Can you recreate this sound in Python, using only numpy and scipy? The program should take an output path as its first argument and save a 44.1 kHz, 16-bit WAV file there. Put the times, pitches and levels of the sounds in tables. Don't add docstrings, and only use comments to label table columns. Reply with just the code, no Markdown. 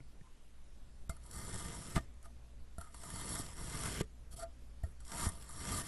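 import sys
import numpy as np
from scipy import signal
from scipy.fft import rfft, irfft, next_fast_len
from scipy.io import wavfile
from scipy.ndimage import uniform_filter1d

SR = 44100
rng = np.random.default_rng(int(sys.argv[2]) if len(sys.argv) > 2 else 0)


def linear_from_db(decibels):
    return 10 ** (np.asarray(decibels, float) / 20)


def bounce(signal):
    frames = np.transpose(np.atleast_2d(signal))
    limited = np.clip(frames, -1, 1)
    pcm = np.round(limited * 32767).astype(np.int16)
    wavfile.write(sys.argv[1], SR, pcm)


N = 258867

# frequency in Hz, level in dB per Hz.
ROOM_SPECTRUM = [(3, 1), (9, 2.5), (18, -3.5), (40, -9.5), (66, -18.5), (87, -33), (125, -28.5), (250, -32),
                 (400, -37.5), (680, -40.5), (1700, -45.5), (5000, -49.5), (12000, -51.5), (14000, -88)]
# frequency in Hz, level in dB.
MOTOR_HUM = [(59.2, -58), (120, -73), (242, -80), (570, -86)]
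# time in seconds, level in dB.
TABLE_LEAN = [(0, -5.5), (.31, -11), (.6, -6), (1.3, 1.5), (2.6, 1.5), (3.0, -2.5), (3.4, 1), (3.7, 1.5),
              (4.9, 1), (5.4, -0.5), (5.87, -5)]
# start in seconds, peak in dB, frequency in Hz, t60 in seconds.
STRUCK_MODES = [(0.003, -52.5, 2180, 0.0066), (0.003, -61, 1430, 0.03), (0.209, -69, 2270, .03),
                (0.21, -58, 1800, .03), (1.096, -41.5, 667, 0.098), (1.096, -35.5, 1370, 0.023),
                (1.096, -49.5, 1203, 0.1), (1.099, -51, 2100, 0.09), (1.977, -32, 1235, 0.023),
                (1.977, -34, 652, 0.052), (2.782, -48.5, 673, 0.1), (2.782, -45.5, 1370, 0.027),
                (2.814, -46.5, 1370, 0.051), (4.011, -40, 433, 0.11), (4.836, -41.5, 660, 0.046),
                (4.837, -51.5, 1850, 0.047), (4.839, -61, 1370, .15)]
# start in seconds, peak in dB, frequency in Hz, rise in seconds, roughness 0-1.
RUBBED_MODES = [
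    (0.222, -62, 1028, 0.053, 0.65),
    (1.9, -59, 1370, 0.038, .45),
    (2.25, -59, 673, .012, .4),
    (4.33, -57.5, 673, 0.016, 0.5),
    (4.372, -47, 673, 0.031, 0.48),
    (4.379, -54, 1206, .045, 0.4),
    (4.385, -47.5, 1370, 0.045, 0.5),
    (4.4, -61, 1830, 0.027, 0.36),
    (4.418, -37.5, 673, 0.021, 0.1),
    (5.69, -35, 96.5, 0.054, 0.35),
]
# start in seconds, peak in dB, table pitch in Hz, t60 in seconds, knock in dB re the push.
LANDINGS = [(.005, -42, 128, 0.11, -7.5), (0.213, -40.5, 144, 0.035, -32), (1.095, -29.5, 66, 0.096, -3.5),
            (1.965, -22.5, 63.3, 0.098, 4.5), (1.977, -21, 102, 0.036, 1), (2.002, -45, 118, 0.08, 4),
            (2.783, -31.5, 74, 0.14, -6.5), (3.398, -33, 120, 0.071, 1), (4.0095, -24, 175, 0.039, 2.5),
            (4.836, -25, 77.4, 0.11, -21), (5.268, -21.5, 83.6, 0.071, -10)]
# time in seconds, pressure on the edge as grit in dB, depth in the sand 0-1.
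SLICES = [
    [(1.2, -75, 0.3), (1.258, -63, .2), (1.3, -59.5, 0.27), (1.346, -51, 0.32), (1.598, -47.5, 0.41),
     (1.942, -54, 0.55), (1.96, -39.5, 0.58), (1.99, -63.5, .9), (2.06, -74, .9)],
    [(2.92, -66, .5), (2.956, -59.5, 0.37), (3.132, -48.5, 0.38), (3.208, -47, 0.39), (3.394, -42.5, 0.31),
     (3.436, -52.5, 0.57), (3.542, -56, .5)],
    [(3.542, -59, 0.44), (3.6, -50.5, 0.43), (3.838, -43.5, 0.54), (3.892, -45, 0.6), (3.988, -48, 0.8),
     (4.014, -45.5, 0.96), (4.022, -65, 0.96), (4.05, -71, 1)],
    [(5.0, -66, 0.33), (5.046, -70, 0.2), (5.054, -61, 0.4), (5.128, -48.5, 0.54), (5.26, -38.5, 0.36),
     (5.294, -49, .2), (5.302, -54.5, 0.5), (5.354, -57, 0.38), (5.4, -59, 0.26)],
    [(5.4, -60, 0.52), (5.474, -57.5, 0.4), (5.534, -53.5, 0.34), (5.656, -45, 0.5), (5.782, -39.5, 0.36),
     (5.842, -51, 0.53), (5.87, -49.5, 0.66)],
]
SLICE_WEIGHT_DB = [3, 0.7, 1.5, -2, 0]
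# start in seconds, length in seconds, grit in dB at start, grit in dB at end, bending in dB re grit.
LIGHT_BRUSHES = [(1.093, 0.024, -41.5, -62, -19), (1.114, 0.098, -62.5, -82, 0),
                 (1.958, 0.033, -44.5, -63.5, 14.5), (2.229, 0.031, -73, -62.5, 2),
                 (2.256, 0.024, -58.5, -80, 3), (2.776, 0.05, -73, -58.5, 6), (2.827, .09, -60, -70, 1.5),
                 (4.305, .027, -63.5, -52.5, -11), (4.334, 0.014, -55, -59, -10),
                 (4.361, 0.073, -53, -50.5, -10.5), (4.434, 0.026, -50.5, -87, 1),
                 (4.828, 0.1, -64, -76, -4)]
# start in seconds, peak in dB, bending in dB re peak.
EDGE_SLIPS = [(0.2084, -72, 3), (1.094, -33, -40), (1.1652, -51, 3), (1.2371, -50, -37), (1.261, -41, -30),
              (1.3105, -31.5, -12), (1.963, -36, 3), (1.976, -38.5, 3), (2.0514, -67, 1), (2.137, -58, -2),
              (2.227, -50.5, -8), (2.2523, -50, -12), (2.782, -42, -7.5), (2.811, -41.5, -11),
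              (2.9432, -42.5, -1), (3.0342, -37.5, -2), (3.4064, -36, -16), (4.008, -40, 16),
              (4.369, -52, -16.5), (4.834, -47, -12), (5.002, -43.5, -3.5), (5.0492, -42, -20),
              (5.078, -39.5, -18), (5.1176, -35.5, 1), (5.2877, -28.5, -9), (5.4107, -41, -22),
              (5.423, -40.5, -10)]
# frequency in Hz, level in dB per Hz.
GRAIN_RASP = [(290, -4.5), (500, -20.5), (944, -15), (2090, -9), (2480, -24.5), (3270, -10), (4970, -6.5),
              (5540, -1), (6430, -9), (7170, -3), (11000, -3.5), (12100, -9.5), (12600, -82), (16400, -112),
              (22000, -120)]
# frequency in Hz, level in dB per Hz.
TABLE_CRUSH = [(24, -35), (40, 4.5), (65, 2.5), (179, 0.5), (241, -9), (434, -10), (571, -15), (700, -33),
               (910, -76), (1540, -120)]
# frequency in Hz, width in Hz, level in dB.
HELD_MODES = [(628, 9.6, -2), (948, 83, 1), (1191.3, 36.7, 4), (1830, 22, 0.5), (2086, 43, -7)]
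# frequency in Hz, width in Hz, level in dB.
EDGE_MODES = [(3210, 113, -12), (4495, 48, 3), (5530, 45, -10), (5930, 50, -3), (7120, 74, -3),
              (7170, 140, -20.5), (7940, 190, -6), (8330, 230, -19), (9000, 25, -17), (9410, 325, 4),
              (10600, 17, -51), (10790, 146, 4.5), (10980, 90, -3.5), (10923, 76, 6)]
# frequency in Hz, width in Hz, level in dB.
LOOSE_MODES = [(673, 22, -2), (1238, 78, 2.5), (1370, 380, -10.5), (1960, 45, -14)]
# frequency in Hz, level in dB.
STEREO_WIDTH = [(3600, -72), (4300, -16.5), (5200, -11), (8000, -2), (11000, -9), (12500, -7)]
# start in seconds, end in seconds.
OPEN_TOP = [
    (1.06, 1.16),
    (1.29, 1.46),
    (1.89, 2.04),
    (2.73, 2.83),
    (4.27, 4.37),
    (5.38, 5.46),
]
# start in seconds, end in seconds, lower edge in Hz.
TREBLE_GAPS = [
    (1.082, 1.09, 4000),
    (4.022, 4.028, 5500),
    (4.826, 4.832, 6000),
]


def evened(x):
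    return x / np.sqrt(np.mean(x ** 2) + 1e-20)


def coloured(x, points):
    size = next_fast_len(len(x))
    f, db = np.transpose(points)
    hz = np.fft.rfftfreq(size, 1 / SR)
    gain = linear_from_db(np.interp(np.log(hz + 1), np.log(f + 1), db))
    return irfft(rfft(x, size) * gain, size)[:len(x)]


def wander(per_s):
    pole = np.exp(-2 * np.pi * per_s / SR)
    return evened(signal.lfilter([1], [1, -pole], rng.standard_normal(N)))


def add(mix, s, sound):
    part = mix[round(s * SR):][:len(sound)]
    part += sound[:len(part)]


def room():
    hiss_db, rumble_db, hum_db = -68, -52, 4
    rumble_follows = 0.11
    t = np.arange(N) / SR
    tone = evened(coloured(rng.standard_normal(N), ROOM_SPECTRUM))
    low = signal.sosfiltfilt(signal.butter(3, 75, fs=SR, output="sos"), tone)
    lean_db = np.interp(t, *np.transpose(TABLE_LEAN))
    hum = np.zeros(N)
    for hz, db in MOTOR_HUM:
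        hum += linear_from_db(db + 1.2 * wander(2.5)) * np.sin(2 * np.pi * hz * t + 0.6 * wander(4))
    hiss = evened(tone - low) * linear_from_db(hiss_db + 0.34 * wander(5.0))
    rumble = evened(low) * linear_from_db(rumble_db + rumble_follows * lean_db)
    return hiss + rumble + hum * linear_from_db(hum_db + lean_db)


def rings():
    struck_rise_s, struck_rough, rubbed_t60_s = 0.0015, 0.15, 0.11
    out = np.zeros(N)
    t = np.arange(SR // 6) / SR
    shake = wander(60) + 1j * wander(60)
    struck = [(s, db, hz, struck_rise_s, t60, struck_rough) for s, db, hz, t60 in STRUCK_MODES]
    rubbed = [(s, db, hz, rise, rubbed_t60_s, rough) for s, db, hz, rise, rough in RUBBED_MODES]
    for s, db, hz, rise, t60, rough in struck + rubbed:
        swell = np.minimum(t / rise, 1) * linear_from_db(db - 60 * np.maximum(t - rise, 0) / t60)
        uneven = 1 - rough + 0.7 * rough * shake[round(s * SR):][:len(t)]
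        add(out, s, swell * (uneven * np.exp(2j * np.pi * hz * t)).imag)
    return out


def thuds():
    knock_over_table = 2.14
    out = np.zeros(N)
    t = np.arange(SR // 4) / SR
    for s, db, hz, t60, knock_db in LANDINGS:
        push = np.sin(2 * np.pi * hz * t) * linear_from_db(-60 * t / t60)
        knock = np.sin(2 * np.pi * knock_over_table * hz * t) * linear_from_db(knock_db - 60 * t / (0.48 * t60))
        add(out, s, linear_from_db(db - 2.5) * (push + knock))
    return out


def press_slices(power, shares):
    bend_top_db, bend_deep_db = -8, 1.5
    crush_top_db, crush_deep_db = -5.5, 3.5
    free_at_top = 0.39
    t = np.arange(N) / SR
    for rows, weight_db in zip(SLICES, SLICE_WEIGHT_DB):
        s, grit_db, depth = np.transpose(rows)
        on = (t >= s[0]) & (t < s[-1])
        db = np.interp(t[on], s, grit_db)
        deep = np.clip(np.interp(t[on], s, depth), 0, 1)
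        bend_db = bend_top_db + (bend_deep_db - bend_top_db) * deep
        crush_db = weight_db + crush_top_db + (crush_deep_db - crush_top_db) * deep
        power[:, on] = linear_from_db(np.array([db, db + bend_db, db + crush_db])) ** 2
        shares[:, on] = [free_at_top * (1 - deep), deep]


def brush_sand(power):
    edge_s, crush_db = 0.0013, -2.5
    for s, length, start_db, end_db, bend_db in LIGHT_BRUSHES:
        u = np.arange(0, length, 1 / SR)
        stroke = np.minimum(u / edge_s, 1) * linear_from_db(start_db + (end_db - start_db) * u / length)
        for k, db in enumerate([0, bend_db, crush_db]):
            add(power[k], s, (linear_from_db(db) * stroke) ** 2)


def slip_edge(power):
    rise_s, t60_s = 0.0012, 0.023
    u = np.arange(SR // 8) / SR
    burst = np.minimum(u / rise_s, 1) * linear_from_db(-60 * u / t60_s)
    for s, db, bend_db in EDGE_SLIPS:
        add(power[0], s, (linear_from_db(db - 4) * burst) ** 2)
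        add(power[1], s, (linear_from_db(db + min(bend_db, 3) - 4) * burst) ** 2)


def settle_crumbs(power):
    settle_db, t60_s = -21.5, 0.25
    t, u = np.arange(N) / SR, np.arange(SR // 8) / SR
    for s, db, *_ in LANDINGS:
        add(power[2], s, linear_from_db(db + settle_db - 60 * u / t60_s) ** 2)
        power[2] *= np.clip(abs(t - s - 0.008) / 0.015 - 0.6, 0.1, 1)


def efforts():
    power = np.zeros((3, N))
    shares = np.outer([0.7, 0.37], np.ones(N))
    press_slices(power, shares)
    brush_sand(power)
    slip_edge(power)
    settle_crumbs(power)
    return *np.sqrt(power), *np.clip(shares, 0, 1)


def grains(per_s, spread_db, clump_db, snap_per_s, snap_db):
    size = linear_from_db(spread_db * np.minimum(rng.exponential(1, N), 5)) * rng.choice([-1., 1.], N)
    jerk = wander(30) + 0.75 * wander(150)
    jerk = jerk - uniform_filter1d(jerk, size=6000)
    clods = rng.random(N) * (rng.random(N) < snap_per_s / SR)
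    snaps = signal.lfilter([1], [1, -np.exp(-1 / (0.00059 * SR))], clods)
    clumps = linear_from_db(clump_db * jerk) * (1 + linear_from_db(snap_db) * snaps)
    return evened(size * (rng.random(N) < per_s / SR) * clumps)


def rasp(slips, grit, bend, free, damped):
    sand = evened(coloured(slips, GRAIN_RASP))
    high = signal.sosfiltfilt(signal.butter(2, 2500, "highpass", fs=SR, output="sos"), sand)
    low = evened(sand - high)
    dull = np.sqrt(damped) * (grit * evened(high) + bend * np.sqrt(1 - free) * low)
    crunch_band = signal.butter(2, [2100, 3400], "bandpass", fs=SR, output="sos")
    crunch = evened(signal.sosfilt(crunch_band, slips))
    return dull + linear_from_db(-6.0) * damped ** 2.0 * grit * crunch


def ring(x, modes, flicker_db):
    out = np.zeros(len(x))
    for k, (hz, width, db) in enumerate(modes):
        r = np.exp(-np.pi * width / SR)
        drive = x * linear_from_db(db + flicker_db * wander(15.5))
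        turning = signal.lfilter([1 - r], [1, -r * np.exp(2j * np.pi * hz / SR)], drive)
        out += (-1) ** k * 2 * turning.real
    return evened(out)


def blade(slips, grit, bend, free, damped):
    drives = [(EDGE_MODES, grit * np.sqrt(1 - damped)),
              (HELD_MODES, bend * np.sqrt((1 - free) * (1 - damped))),
              (LOOSE_MODES, bend * np.sqrt(free))]
    out = np.zeros(N)
    for modes, drive in drives:
        out += ring(drive * slips, modes, 1.76) * np.sqrt(np.mean(drive ** 2))
    return out


def crushed_sand(crush):
    return linear_from_db(-1.5) * crush * evened(coloured(grains(1500, 2.5, 1.0, 35, 2.6), TABLE_CRUSH))


def knife():
    grit, bend, crush, free, damped = efforts()
    slips = grains(9000, 2.58, 1.01, 70, 5.5)
    steel = blade(slips, grit, bend, free, damped)
    return rasp(slips, grit, bend, free, damped) + steel + crushed_sand(crush)


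def scene():
    mid = room() + rings() + thuds() + knife()
    return np.array([mid, mid])


def top_cut(x):
    return signal.sosfilt(signal.butter(12, 12790, fs=SR, output="sos"), x)


def record(dry):
    top_hz, top_step_hz, top_hold_s, open_hz = 11800, 170, 0.07, 650
    hz, t, z = signal.stft(dry[0], SR, nperseg=512)
    top = top_hz + top_step_hz * rng.standard_normal(len(t))[(t / top_hold_s).astype(int)]
    top += open_hz * sum((t >= start) & (t < end) for start, end in OPEN_TOP)
    z = z * np.clip((top - 60 - hz[:, None]) / 120, 0, 1)
    wobble = uniform_filter1d(rng.standard_normal(z.shape), size=7, axis=0)
    wobble = evened(uniform_filter1d(wobble, size=9, axis=1))
    z = z * linear_from_db(1.23 * wobble)
    patches = evened(uniform_filter1d(rng.standard_normal((33, len(t) // 12 + 1)), size=3, axis=0))
    parted = np.kron(patches > 0.25, np.ones((8, 12)))[:len(hz), :len(t)] * (hz[:, None] > 4100)
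    parted = uniform_filter1d(parted, size=4, axis=1)
    mid = signal.istft(z * (1 - 0.22 * parted), SR, nperseg=512)[1][:N]
    scattered = z * parted * np.exp(2j * np.pi * rng.random(z.shape))
    side = signal.istft(scattered, SR, nperseg=512)[1][:N]
    pair = np.array([mid, mid]) + np.outer([1, -1], coloured(side, STEREO_WIDTH))
    for start, end, above_hz in TREBLE_GAPS:
        treble = signal.sosfiltfilt(signal.butter(8, above_hz, "highpass", fs=SR, output="sos"), pair)
        inside = abs(np.arange(N) / SR - (start + end) / 2) < (end - start) / 2
        pair = pair - uniform_filter1d(1. * inside, size=90) * treble
    return top_cut(pair)


dry = scene()
out = record(dry)
bounce(out)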